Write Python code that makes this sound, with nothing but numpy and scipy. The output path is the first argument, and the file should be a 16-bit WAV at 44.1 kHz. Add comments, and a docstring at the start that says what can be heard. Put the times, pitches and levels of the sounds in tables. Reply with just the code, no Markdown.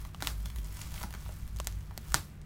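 """Thin shrink-wrap is pulled off a card box by hand, close to the microphone in a small room.
The taut film lets go with three quick snaps, then slides over the card with a fine crinkle, small
crease ticks and soft knocks of the box. From 1.6 s come four more snaps; the last, at 2.14 s, is the
loudest and jolts the box, and the crinkle dies away. Low room rumble and mains hum lie under it all."""
import sys
import numpy as np
from scipy import signal
from scipy.fft import rfft, irfft
from scipy.io import wavfile
from scipy.ndimage import uniform_filter1d

SR = 44100
rng = np.random.default_rng(int(sys.argv[2]) if len(sys.argv) > 2 else 0)


def master_out(mix):
    """Clip the mix to full scale and print it as 16-bit PCM to the path in sys.argv[1]."""
    frames = np.transpose(np.atleast_2d(mix))
    ceiling = np.clip(frames, -1, 1)
    pcm = np.round(ceiling * 32767).astype(np.int16)
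    wavfile.write(sys.argv[1], SR, pcm)


N = 108045


def amp(db):
    """Decibels to gain."""
    return 10 ** (np.asarray(db) / 20)


def unit(x):
    """Scales to rms 1."""
    return x / np.sqrt(np.mean(x ** 2) + 1e-20)


def value_at(points, hz):
    """Interpolates (freq_hz, value) points on a log-frequency axis."""
    freq_hz, value = np.transpose(points)
    return np.interp(np.log(hz + 1), np.log(freq_hz + 1), value)


def fader(points):
    """Turns (time_s, level_db) points into a gain for each sample."""
    return amp(np.interp(np.arange(N) / SR, *np.transpose(points)))


def add(mix, start_s, sound):
    """Mixes a sound in at a time."""
    part = mix[round(start_s * SR):][:len(sound)]
    part += sound[:len(part)]


def noise(spectrum):
    """Noise of a given colour, rms 1."""
    gain = amp(value_at(spectrum, np.fft.rfftfreq(N, 1 / SR)))
    return unit(irfft(rfft(rng.standard_normal(N)) * gain, N))


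def wander(seconds):
    """A smooth random curve, rms 1."""
    smoothing = np.exp(-(np.fft.rfftfreq(N, 1 / SR) * seconds) ** 2)
    return unit(irfft(rfft(rng.standard_normal(N)) * smoothing, N))


def equalise(x, spectrum, size=2048):
    """Minimum-phase EQ that keeps attacks sharp."""
    log_gain = np.log(amp(value_at(spectrum, abs(np.fft.fftfreq(size, 1 / SR)))))
    taps = np.fft.ifft(np.exp(np.conj(signal.hilbert(log_gain)))).real
    return signal.fftconvolve(x, taps[:size // 2])[:len(x)]


def ring(hz, cycles, size=3000):
    """A heavily damped mode that dies in a few cycles, gain 1 at its pitch."""
    width_hz = min(hz / (np.pi * cycles), SR / 4)
    return signal.lfilter(*signal.iirpeak(hz, hz / width_hz, SR), signal.unit_impulse(size))


def buckle(splinter_db, decay_s, size=3000):
    """Film buckles: one sharp slip, then a dying spray of tiny ones, the splinters."""
    slips = rng.standard_normal(size) ** 3 * np.exp(-np.arange(size) / SR / decay_s)
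    slips *= amp(splinter_db) / np.linalg.norm(slips)
    slips[0] = 1
    return slips


def film_snaps(top_hz=11000):
    """Taut film cracks, springs back and rings; returns the direct sound and the reverb send."""
    # Snaps and the panel, fold and crease they ring: start_s, crack_db, top_db, rebound_s, rebound_db,
    # panel_hz, panel_db, fold_hz, fold_db, crease_hz, crease_db, splinter_db, send_db
    snaps = [(0.1468, -55, 3, 0.00051, -16, 780, -8.5, 1130, -6, 2870, -11, -10, -27),
             (0.2239, -14.5, 2, .0004, -14, 810, 4.5, 1450, 4.5, 3800, -2, -11, -8),
             (0.2722, -8, 3, .00033, -11, 1240, -2, 2870, 5, 3560, 4, -6, -3),
             (1.601, -13.5, -3, .00025, -24, 626, 3.5, 1060, 3.5, 2730, -9, -12, -18),
             (1.6716, -5, 1, .00038, -14, 740, -4, 1880, -17, 7200, -15, -11, -12.5),
             (1.9772, -16, 7, .000315, -18, 690, -2, 1930, -12, 4500, -7.5, -10, -21.5),
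             (2.1435, 2.5, -7.5, .00037, -8.5, 936, 8, 1430, 16.5, 4680, 7.5, -3, 4)]
    # Tone of the crack: freq_hz, gain_db
    crack_eq = [(100, -34), (400, -10.5), (1000, -4), (2600, 0), (4500, -2), (8300, 3), (10000, -9.5),
                (12500, -2.5), (15000, -8), (17000, -12)]
    # What the whole sheet radiates into the room: freq_hz, gain_db
    sheet_eq = [(100, 6.5), (450, -0.5), (850, 3), (1500, 4), (2600, 0), (4000, 0.5), (8000, -2.5),
                (10500, -5), (15000, -5.5), (17000, -21)]
    direct, send = np.zeros(N), np.zeros(N)
    for (start_s, crack_db, top_db, rebound_s, rebound_db, panel_hz, panel_db,
         fold_hz, fold_db, crease_hz, crease_db, splinter_db, send_db) in snaps:
        crack = amp(crack_db) * equalise(buckle(splinter_db, decay_s=0.0031), crack_eq)
        crack = equalise(crack, [(top_hz, 0), (top_hz, top_db)])  # high shelf
        panel = amp(panel_db) * ring(panel_hz, cycles=0.95)
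        fold = amp(fold_db) * ring(fold_hz, cycles=2.36)
        crease = amp(crease_db) * ring(crease_hz, cycles=2.36)
        add(direct, start_s, crack + panel + fold + crease)
        add(direct, start_s + rebound_s, -amp(rebound_db) * crack)
        add(send, start_s, amp([send_db]))
    return direct, equalise(send, sheet_eq)


def crease_ticks(trim_db=-6):
    """Single creases flip, each a click with its own short ring."""
    # Crease flips: start_s, relative_level_db, pitch_hz, ring_over_click_db
    flips = [(0.0505, -20.5, 1110, 10.5), (0.2053, -19, 1420, 7.5), (0.213, -18.5, 3970, -14),
             (0.2484, -19, 2500, 9), (.4555, -25, 7000, -2), (.458, -12, 3580, -7),
             (0.5013, -20.5, 3000, 0), (0.5604, -13.5, 4030, -15), (0.5855, -23, 3700, 2),
             (0.646, -29, 8200, 4), (0.6556, -27, 6000, -9), (0.724, -26, 6000, -7),
             (0.7702, -17, 7200, -12), (0.7918, -19, 4000, -5), (0.814, -21, 2600, 9),
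             (.8165, -20, 6900, 7.5), (0.889, -29, 6000, -14), (0.9192, -17.5, 2980, -18),
             (0.9416, -13, 5000, -11), (0.9593, -19, 1280, 5.5), (0.978, -20, 2320, 8),
             (1.0111, -23, 1050, 15), (1.015, -15.5, 656, 15), (1.0306, -7, 1290, -9),
             (1.0368, -15, 830, 14), (1.045, -31, 650, 9), (1.1069, -16.5, 9000, -17),
             (1.127, -19.5, 1200, 6), (1.1392, -15.5, 1900, 3), (1.1493, -22, 1750, 11.5),
             (1.262, -31.5, 1160, 18.5), (1.292, -32.5, 574, 27.5), (1.323, -34.5, 7500, 9),
             (1.4773, -21.5, 12000, -15), (1.562, -23.5, 7040, -5.5), (1.569, -29, 6600, 6),
             (1.5874, -18, 3500, -15), (1.6453, -22.5, 7750, -1), (1.7252, -33, 5070, 11.5),
             (1.809, -28, 5960, -1.5), (1.91, -34.5, 880, 21.5), (2.1049, -38, 8100, 6),
             (2.1206, -12, 1200, -2), (2.2332, -34, 10000, -17), (2.416, -34, 6900, 2)]
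    # Tone of the click: freq_hz, gain_db
    click_eq = [(150, -62), (600, -2), (2000, -5), (7000, -7.5), (11000, -9.5), (16000, -7.5)]
    out = np.zeros(N)
    for start_s, level_db, pitch_hz, ring_db in flips:
        slips = buckle(splinter_db=3.5, decay_s=0.0012)
        ringing = signal.fftconvolve(slips, ring(pitch_hz, cycles=0.64))[:len(slips)]
        add(out, start_s, amp(level_db) * (equalise(slips, click_eq) + amp(ring_db) * ringing))
    return amp(trim_db) * out


def crinkle(grains_per_s=1200, bands=24, spread_db=4, flicker_db=1.5):
    """The pull drives a flickering friction hiss, a stream of tiny creases and a low flex of the card."""
    # Strength of the sliding and crumpling: time_s, level_db
    pull = [(0, -51), (.12, -63.5), (.195, -59), (.24, -42.5), (.30, -44.5), (.35, -56), (.44, -55.5),
            (.47, -54), (.54, -57.5), (.64, -54.5), (.79, -49), (.86, -48.5), (.89, -53.5), (.96, -46.5),
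            (1.035, -48), (1.07, -57.5), (1.22, -52.5), (1.37, -55), (1.44, -59), (1.53, -60.5),
            (1.69, -55), (1.78, -58.5), (1.93, -62.5), (2.0, -58), (2.11, -51), (2.23, -54.5),
            (2.34, -64.5), (2.45, -77)]
    # Film rubbing on card: freq_hz, relative_density_db
    slide_spectrum = [(200, -19), (500, 7), (1200, 12), (3000, 4.5), (8000, 0), (11000, 0.5), (13000, 0),
                      (15500, 6.5), (17000, -44)]
    # Card flexing under the pull: freq_hz, relative_density_db
    flex_spectrum = [(60, 17), (120, -10), (190, 0), (300, -8.5), (500, -14.5), (1500, -18)]
    grains = np.zeros(N)
    for pitch_hz in np.geomspace(900, 14000, bands):
        sizes = amp(spread_db * np.minimum(rng.exponential(1, N), 3))
        polarity = rng.choice([-1, 1], N)
        onsets = rng.random(N) < grains_per_s / bands / SR
        grains += signal.oaconvolve(sizes * polarity * onsets, ring(pitch_hz, cycles=0.61))[:N]
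    hiss = unit(noise(slide_spectrum) * amp(flicker_db * wander(seconds=0.013)))
    flex = noise(flex_spectrum)
    return fader(pull) * (amp(-9) * hiss + amp(-6.5) * unit(grains) + amp(-4) * flex)


def box_jolts():
    """The box jolts in the hand with a soft, low knock as the film lets go."""
    # Knocks ahead of their EQ: start_s, pitch_hz, level_db
    knocks = [(.225, 278, 0), (.585, 143, 5.5), (1.04, 183, 5), (1.149, 155.6, 4.5), (1.978, 217, -4.5),
              (2.145, 137, 15.5), (2.144, 340, 0)]
    # Dull tone of the card: freq_hz, gain_db
    card_eq = [(100, 5.5), (350, 11), (1500, -26), (16000, -46)]
    out = np.zeros(N)
    for start_s, pitch_hz, level_db in knocks:
        add(out, start_s, amp(level_db) * ring(pitch_hz, cycles=3.2))
    return equalise(out, card_eq)


def room_reverb(send, wet_db=-5.5, build_s=0.0013):
    """The small room adds a short diffuse tail that dies at its own speed in each band."""
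    # Decay of the room: freq_hz, t60_s
    decay_times = [(150, 0.17), (700, 0.25), (2000, 0.18), (5000, 0.23), (10000, .22), (16000, .18)]
    hz, t, bands = signal.stft(rng.standard_normal(SR // 2), SR, nperseg=256)
    decay = np.exp(-np.log(1000) * t / value_at(decay_times, hz)[:, None])
    tail = signal.istft(bands * decay, SR)[1]
    tail *= 1 - np.exp(-np.arange(len(tail)) / SR / build_s)
    return amp(wet_db) * signal.fftconvolve(send, tail / np.linalg.norm(tail))[:N]


def wavering_tone(hz, waver_rad, waver_s):
    """A sine whose phase drifts at random, rms 1."""
    t = np.arange(N) / SR
    return np.sqrt(2) * np.sin(2 * np.pi * hz * t + waver_rad * wander(waver_s))


def mains_hum():
    """Two low harmonics of the mains, each wavering slightly."""
    # Hum partials: pitch_hz, level_db
    partials = [(99.5, -54.5), (149.7, -56)]
    return sum(amp(db) * wavering_tone(hz, waver_rad=0.18, waver_s=0.3) for hz, db in partials)


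def room_tone(air_db=-48.5):
    """A low rumble rises and falls under steady air; a deep drone swells in the first second."""
    # Colour of the rumble: freq_hz, relative_density_db
    rumble_spectrum = [(10, -21), (22, -7), (40, -42.5), (48, -6), (54, 1.5), (64, -2.5), (74, -42),
                       (100, -19.5), (200, -40), (600, -69)]
    # Swells of the rumble: time_s, level_db
    rumble_swells = [(0, -37.5), (.2, -56), (.5, -44), (.85, -44.5), (1.1, -42), (1.27, -44), (1.34, -41.5),
                     (1.52, -38), (1.8, -40.5), (2.0, -50.5), (2.13, -36.5), (2.3, -55), (2.45, -42.5)]
    # Swell of the drone: time_s, level_db
    drone_swell = [(0, -83), (.2, -45.5), (.27, -39.5), (.4, -37), (.49, -42.5), (.66, -39), (.8, -53),
                   (1.0, -67)]
    # Colour of the room air: freq_hz, relative_density_db
    air_spectrum = [(20, -72), (70, 5), (98, 12.5), (115, -1), (185, 1.5), (235, -10), (350, -13.5),
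                    (470, -19.5), (900, -23.5), (1700, -24), (2600, -28.5), (6000, -41), (16000, -58)]
    drone = wavering_tone(hz=53.2, waver_rad=1, waver_s=0.13)
    rumble = noise(rumble_spectrum)
    rumble /= np.sqrt(uniform_filter1d(rumble ** 2, size=8000))  # evened out ahead of the fader
    air = amp(air_db) * noise(air_spectrum)
    return fader(rumble_swells) * rumble + fader(drone_swell) * drone + air


def scene():
    """Film and box with their near echoes and reverb, over hum and room tone, in mono."""
    # Reflections off the box and the table: delay_s, gain_db
    echoes = [(.0009, -22.5), (.0051, -15)]
    snaps, snap_send = film_snaps()
    handling = crease_ticks() + crinkle() + box_jolts()
    direct = snaps + handling
    out = direct + room_reverb(snap_send + handling) + mains_hum() + room_tone()
    for delay_s, gain_db in echoes:
        add(out, delay_s, amp(gain_db) * direct)
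    return out[None]


def record(dry):
    """A steep low-pass takes off the very top of the treble."""
    lowpass = signal.firwin(255, cutoff=16300, window=("kaiser", 9), fs=SR)
    return signal.oaconvolve(dry, lowpass[None], "same")


dry = scene()
out = record(dry)
master_out(out)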